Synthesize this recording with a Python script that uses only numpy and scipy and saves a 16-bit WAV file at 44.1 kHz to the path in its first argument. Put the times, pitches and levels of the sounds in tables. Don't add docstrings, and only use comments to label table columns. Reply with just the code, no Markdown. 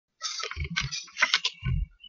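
import sys
import numpy as np
from scipy import signal
from scipy.fft import rfft, irfft, next_fast_len
from scipy.io import wavfile
from scipy.ndimage import uniform_filter1d, map_coordinates

SR = 44100
rng = np.random.default_rng(int(sys.argv[2]) if len(sys.argv) > 2 else 0)


def how_loud(loudness_db):
    steps = np.asarray(loudness_db, float) / 20
    return 10 ** steps


def log_audio(samples):
    frames = np.atleast_2d(samples).T
    limited = np.clip(frames, -1, 1)
    pcm = np.round(limited * 32767).astype(np.int16)
    wavfile.write(sys.argv[1], SR, pcm)


N = 91904
T = np.arange(N) / SR

# time_s, level_db
STROKES = [
    [(.19, -73), (.225, -48.5), (.243, -33), (.31, -30), (.37, -34.5), (.43, -39)],
    [(.43, -37), (.5, -46), (.66, -55), (.745, -67.5)],
    [(.75, -61), (.77, -34), (.79, -37), (.83, -42), (.9, -49.5)],
    [(.912, -52), (.92, -35), (.95, -31), (1.015, -38), (1.04, -48), (1.14, -54)],
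    [(1.14, -54.5), (1.19, -33), (1.22, -28.5), (1.26, -35), (1.335, -34.5)],
    [(1.34, -28), (1.38, -40.5), (1.43, -51.5), (1.45, -50.5)],
    [(1.455, -29.5), (1.478, -29), (1.485, -41.5), (1.53, -51), (1.58, -70)],
    [(1.55, -58), (1.65, -45), (1.72, -53), (1.82, -68), (1.95, -78.5), (2.08, -76.5)],
]
# centre_hz, width_hz, level_db
THUMBED_CARD = [(1315, 120, -9.5), (2140, 180, -10), (3110, 230, -20), (3700, 360, -6.5), (4706, 280, -2.5),
                (5720, 620, -5.5), (6340, 630, -7.5)]
CARRIED_CARD = [(1128, 93, -3), (1430, 150, -11.5), (2290, 300, -1), (3117, 250, -4), (4370, 590, -5),
                (5560, 860, -10.5)]
LAID_CARD = [(1200, 410, -1.5), (2220, 300, 1), (3200, 570, -4.5), (4480, 1100, -4), (5830, 720, -5)]
FANNED_CARD = [(1150, 60, -18), (2480, 180, -10), (3290, 90, -7), (3870, 200, -8), (4180, 70, -8),
               (4510, 70, 0), (4750, 60, -2), (4910, 70, 0), (5220, 80, -2), (5450, 90, -4), (5820, 60, -3),
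               (5950, 70, -1)]
DRAWN_CARD = [(1330, 240, -10), (2100, 400, -1.5), (3120, 400, -1), (4300, 1000, -8), (5600, 560, -1),
              (6300, 500, -8)]
SETTLING_CARD = [(1080, 230, -15), (2100, 140, -8), (2900, 660, -1), (4300, 600, -8), (5900, 1100, -10)]
SQUARED_CARD = [(1060, 96, -10), (1460, 110, -25), (2250, 87, 1.5), (2700, 45, 0), (2800, 53, 1),
                (3400, 100, -35), (5300, 900, -45.5)]
# centre_hz, width_hz, level_db
FLICKED_CARD = [(1000, 200, -20), (2750, 400, 0), (3600, 700, 0), (4900, 1100, -2), (5900, 700, -4)]
# start_s, peak_db, brightness_hz, t60_s
EDGE_SNAPS = [(.4345, -14, 4200, 0.015), (.4612, -17, 3500, .012), (0.5128, -19, 1800, 0.028),
              (0.565, -29, 2250, .03), (0.6006, -29, 2330, 0.025), (0.6436, -25, 2370, .035),
              (.7665, -25, 3000, .05), (0.7798, -11, 2600, 0.018), (.7865, -21, 3000, .02),
              (.7915, -19, 3300, .012), (0.7998, -16, 4200, .008), (0.8022, -18, 2400, 0.02),
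              (.8095, -24, 2500, .02), (.8398, -21, 2400, .015), (1.0726, -38, 1500, 0.14),
              (1.2121, -15.5, 3000, .012), (1.224, -10, 1700, 0.016), (1.226, -7.5, 1797, 0.018),
              (1.2293, -8.5, 1813, 0.038), (1.337, -3.5, 2800, 0.014), (1.3425, -15, 2600, 0.04),
              (1.347, -17, 2300, .03), (1.3528, -5, 3800, 0.02), (1.3582, -12, 3600, .02),
              (1.4497, -13, 3500, 0.019), (1.4525, -11, 3500, .015), (1.4598, -17, 3500, 0.047),
              (1.4755, -21, 4800, .012), (1.6516, -30, 1900, .03), (1.6771, -31, 1900, .03),
              (1.70, -39, 1900, .03)]
# start_s, length_s, pitch_hz, level_db
TABLE_THUMPS = [(.56, 0.063, 75, -33.5), (.595, .04, 70, -28), (.635, .035, 72, -35.5),
                (.6, .06, 140, -34.5), (0.7, 0.047, 168, -32), (0.76, 0.03, 165, -52),
                (.805, 0.06, 55, -36.5), (.8, 0.03, 180, -41), (.828, .04, 135, -29.5),
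                (.895, 0.045, 150, -48), (0.557, 0.054, 350, -51), (.638, 0.0382, 355, -42),
                (.83, 0.028, 380, -54), (0.428, .04, 460, -41), (.428, .03, 610, -45),
                (0.205, 0.035, 610, -55), (1.62, .035, 100, -39.5), (1.645, .1, 128, -26.5),
                (1.645, .07, 175, -35.5), (1.65, 0.042, 55, -30.5), (1.7, .065, 80, -27),
                (1.71, 0.125, 42, -29), (1.75, 0.042, 150.5, -30), (1.77, 0.019, 58, -27),
                (1.81, 0.025, 62, -26), (1.845, 0.03, 155, -50), (1.67, .045, 340, -51),
                (1.23, .04, 235, -48), (1.53, .05, 170, -62), (1.88, .08, 40, -55), (.09, .05, 195, -77),
                (1.36, .05, 170, -57), (2.04, .04, 210, -68), (1.12, .03, 70, -68), (.72, .04, 60, -58),
                (1.03, .07, 325, -64), (2.02, .06, 40, -65)]
# start_s, length_s, pitch_hz, level_db
LONE_MODES = [(1.213, .03, 632, -34), (1.213, .03, 981, -34), (1.346, .02, 452, -46),
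              (1.45, 0.028, 482, -46.5), (.39, 0.025, 1292, -37), (.43, .015, 1250, -35),
              (0.2, .055, 1930, -49), (.21, .04, 1300, -50), (0.875, 0.04, 1400, -47.5),
              (0.945, 0.05, 2410, -43), (.91, .04, 2550, -47), (1.065, .04, 1320, -50),
              (.764, .025, 2280, -32), (.765, .025, 1540, -34), (.797, .015, 1150, -38),
              (1.16, .05, 2150, -42), (.855, .04, 4450, -51), (1.906, 0.068, 1414, -69),
              (1.985, .09, 2744, -56), (2.021, 0.043, 2975, -51), (1.03, .05, 175, -65),
              (1.12, .04, 190, -66), (1.66, 0.16, 2790, -60), (1.53, .06, 2680, -53),
              (1.219, .018, 1280, -27), (1.215, .022, 1480, -26), (1.22, .018, 2050, -25),
              (1.333, .025, 1500, -31), (1.335, .028, 1050, -37), (1.448, .025, 1000, -45),
              (1.64, .06, 1080, -50), (1.645, .05, 1480, -51), (1.645, .05, 2260, -47),
              (.51, .02, 1450, -42)]
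# frequency_hz, t60_s
ROOM_DECAY = [(300, 0.064), (2000, .15), (7000, .12)]
# frequency_hz, level_db_per_hz
HISS_SPECTRUM = [(30, 12), (250, 9), (700, 0.5), (7000, -7)]
# frequency_hz, gain_db
BAND_LIMIT = [(6300, 0), (7100, -4), (7300, -24), (8200, -27), (8500, -55)]
# frequency_hz, level_db_per_hz
SPILL_SPECTRUM = [(7000, -60), (7300, 0), (10500, -9), (10800, -60)]

STROKE_CARDS = [THUMBED_CARD, CARRIED_CARD, LAID_CARD, FANNED_CARD,
                DRAWN_CARD, SETTLING_CARD, SETTLING_CARD, SQUARED_CARD]

GRAIN_DB, GRAINS_PER_S, BETWEEN_DB = 2, 350, -28.5
FLICK_FROM_S, LIGHT_DB = 1.4, -21.5
SPREAD_OCT, CRACK_DB, SNAP_DB, RISE_S = 0.86, 7, -5, .0005
CARD_LOW_HZ, PUSH_DB, PUSH_HZ = 950, -30, 600
SWELL_S, FADE_S, TRAIL_DB, TRAIL_S = .012, .011, -21, 0.21
WAVER, WAVER_PER_S, UNSTEADY_ABOVE_HZ = 1.153, 110, 220
RATTLE_DB, RATTLE_HZ = -19, 400
THUD_DB, THUD_HZ = -19, 500
ROOM_DB, HISS_DB, OPENS_S = -13.5, -73, .083
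SPILL_START_S, SPILL_LENGTH_S, SPILL_DB = 1.331, .018, -57
GATE_DB, GATE_POWER, GATE_FLOOR_DB = -81.5, .6, -6
STREAK_DB, STEADY_DB = 5, -49


def unit(x):
    return x / np.sqrt(np.mean(x ** 2) + 1e-20)


def along(points, hz):
    f, v = np.transpose(points)
    return np.interp(np.log(hz + 1), np.log(f + 1), v)


def wobble(knots_per_s, size):
    knots = rng.standard_normal(int(knots_per_s) + 4)
    return map_coordinates(knots, [np.arange(size) * knots_per_s / SR])


def filtered(x, response):
    m = next_fast_len(len(x) + 8192)
    return irfft(rfft(x, m) * response(np.fft.rfftfreq(m, 1 / SR)), m)[:len(x)]


def shaped_noise(spectrum):
    return unit(filtered(rng.standard_normal(N), lambda hz: how_loud(along(spectrum, hz))))


def body(peaks):
    def response(f):
        total = 0
        for k, (centre_hz, width_hz, db) in enumerate(peaks):
            band = 1j * f * width_hz
            total = total + (-1) ** k * how_loud(db) * band / (centre_hz ** 2 - f * f + band)
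        return total
    return response


def snap_tone(peak_db, bright_hz, start_s):
    if peak_db <= LIGHT_DB:
        card = lambda f: body(CARRIED_CARD)(f) ** 2
    else:
        card = body(FLICKED_CARD if start_s > FLICK_FROM_S else LAID_CARD)
    push_db = PUSH_DB if peak_db > LIGHT_DB + 8 else -np.inf

    def tone(f):
        push = how_loud(push_db) * body([(PUSH_HZ, 2 * PUSH_HZ, 0)])(f) ** 2
        radiated = (f * f / (f * f - CARD_LOW_HZ ** 2 - 1j * f * CARD_LOW_HZ)) ** 2
        offset = np.log2((f + 1) / bright_hz) / (SPREAD_OCT * bright_hz / 3000)
        return push + radiated * card(f) * np.exp(-.5 * offset ** 2)
    return tone


def snaps():
    out, t = np.zeros(N + SR), T[:SR // 8]
    for start_s, peak_db, bright_hz, t60_s in EDGE_SNAPS:
        burst = rng.standard_normal(len(t)) * how_loud(-60 * t / t60_s) * (1 - np.exp(-t / RISE_S))
        burst[round(RISE_S * SR)] += 2 * how_loud(CRACK_DB)
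        hit = filtered(np.pad(burst, (64, 0)), snap_tone(peak_db, bright_hz, start_s))
        hit = 2 * hit / np.abs(hit).max()
        out[round(start_s * SR) - 64:][:len(hit)] += how_loud(peak_db + SNAP_DB) * hit
    return out[:N]


def slides():
    out, t = np.zeros(N + SR), T[:SR * 3 // 5]
    for rows, card in zip(STROKES, STROKE_CARDS):
        s, db = np.transpose(rows)
        start_s = s[0] - .02
        knots_s = [start_s, *s, s[-1] + 0.028]
        knots_db = [db[0] - 18, *db, db[-1] - 19.5]
        level_db = np.interp(t + start_s, knots_s, knots_db, -200, -200)
        grain = how_loud(GRAIN_DB * wobble(GRAINS_PER_S, len(t)))
        grit = unit(grain * rng.standard_normal(len(t)))

        def steep(f):
            rise = (f / 1500) ** 2
            return np.abs(body(card)(f)) ** 1.474 + how_loud(BETWEEN_DB) * (0.045 + rise) / (1 + rise)

        hand = how_loud(level_db + 1.8 * wobble(60, len(t)))
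        out[round(start_s * SR):][:len(t)] += hand * unit(filtered(grit, steep))
    return out[:N]


def rings(rows):
    out, t = np.zeros(N + SR), T[:SR // 3]
    for start_s, length_s, hz, db in rows:
        ramp = np.clip(np.minimum(t / SWELL_S, 1 + (length_s - t) / FADE_S), 0, 1)
        progress = np.clip(t / length_s, 0, 1)
        shape = np.sin(np.pi / 2 * ramp) ** 2 * (0.55 + 0.65 * np.sin(np.pi * progress))
        shape = shape + how_loud(TRAIL_DB - 60 * (t - length_s).clip(0) / TRAIL_S) * progress
        note = np.exp(2j * np.pi * hz * t)
        if hz > UNSTEADY_ABOVE_HZ:
            waver = wobble(WAVER_PER_S, len(t)) + 1j * wobble(WAVER_PER_S, len(t))
            note = note * (0.94 + WAVER * waver)
            db = db - 3.6
        out[round(start_s * SR):][:len(t)] += how_loud(db) * np.sqrt(2) * shape * note.imag
    return out[:N]


def table():
    shake = rings(TABLE_THUMPS)
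    loose = np.abs(shake) * rng.standard_normal(N)
    return shake + how_loud(RATTLE_DB) * filtered(loose, lambda hz: 1 / (1 + (hz / RATTLE_HZ) ** 6))


def thud(echo):
    return filtered(np.abs(echo), lambda hz: (hz / (hz + 30)) ** 2 / (1 + (hz / THUD_HZ) ** 4))


def room(x):
    hz, t, z = signal.stft(rng.standard_normal(SR // 3), SR, nperseg=256)
    decay = how_loud(-60 * t / along(ROOM_DECAY, hz)[:, None])
    tail = signal.istft(z * decay, SR, nperseg=256)[1]
    return signal.fftconvolve(np.pad(x, (200, 0)), tail / np.linalg.norm(tail))[:N]


def hiss():
    return shaped_noise(HISS_SPECTRUM) * (T > OPENS_S)


def scene():
    clicks = snaps()
    echo = room(clicks)
    cards = clicks + slides() + rings(LONE_MODES)
    wood = table() + how_loud(THUD_DB) * thud(echo)
    return (cards + wood + how_loud(ROOM_DB) * echo + how_loud(HISS_DB) * hiss())[None]


def spill():
    progress = np.clip((T - SPILL_START_S) / SPILL_LENGTH_S, 0, 1)
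    return np.sqrt(np.sin(np.pi * progress).clip(0)) * shaped_noise(SPILL_SPECTRUM)


def suppressed(x):
    hz, _, z = signal.stft(x, SR, nperseg=1024, noverlap=768)
    drift = uniform_filter1d(rng.standard_normal(z.shape), size=2, axis=0)
    drift = unit(uniform_filter1d(drift, size=12, axis=1))
    quiet = 1 / (1 + (np.abs(z) ** 2).mean(axis=0) / how_loud(2 * STEADY_DB))
    z = z * how_loud(STREAK_DB * quiet * drift * (hz[:, None] > 700) - STREAK_DB / 2)
    power = uniform_filter1d(np.abs(z) ** 2, size=3, axis=1)
    gain = np.maximum((power / (power + how_loud(2 * GATE_DB))) ** GATE_POWER, how_loud(GATE_FLOOR_DB))
    return signal.istft(z * gain, nperseg=1024, noverlap=768)[1][None, :N]


def band_limit(x):
    return signal.sosfilt(signal.butter(12, 10700, fs=SR, output="sos"), x)


def record(dry):
    limited = filtered(dry[0], lambda hz: how_loud(along(BAND_LIMIT, hz)) * (hz < 10700))
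    mix = suppressed(limited + how_loud(SPILL_DB) * spill())
    return band_limit(mix)


dry = scene()
out = record(dry)
log_audio(out)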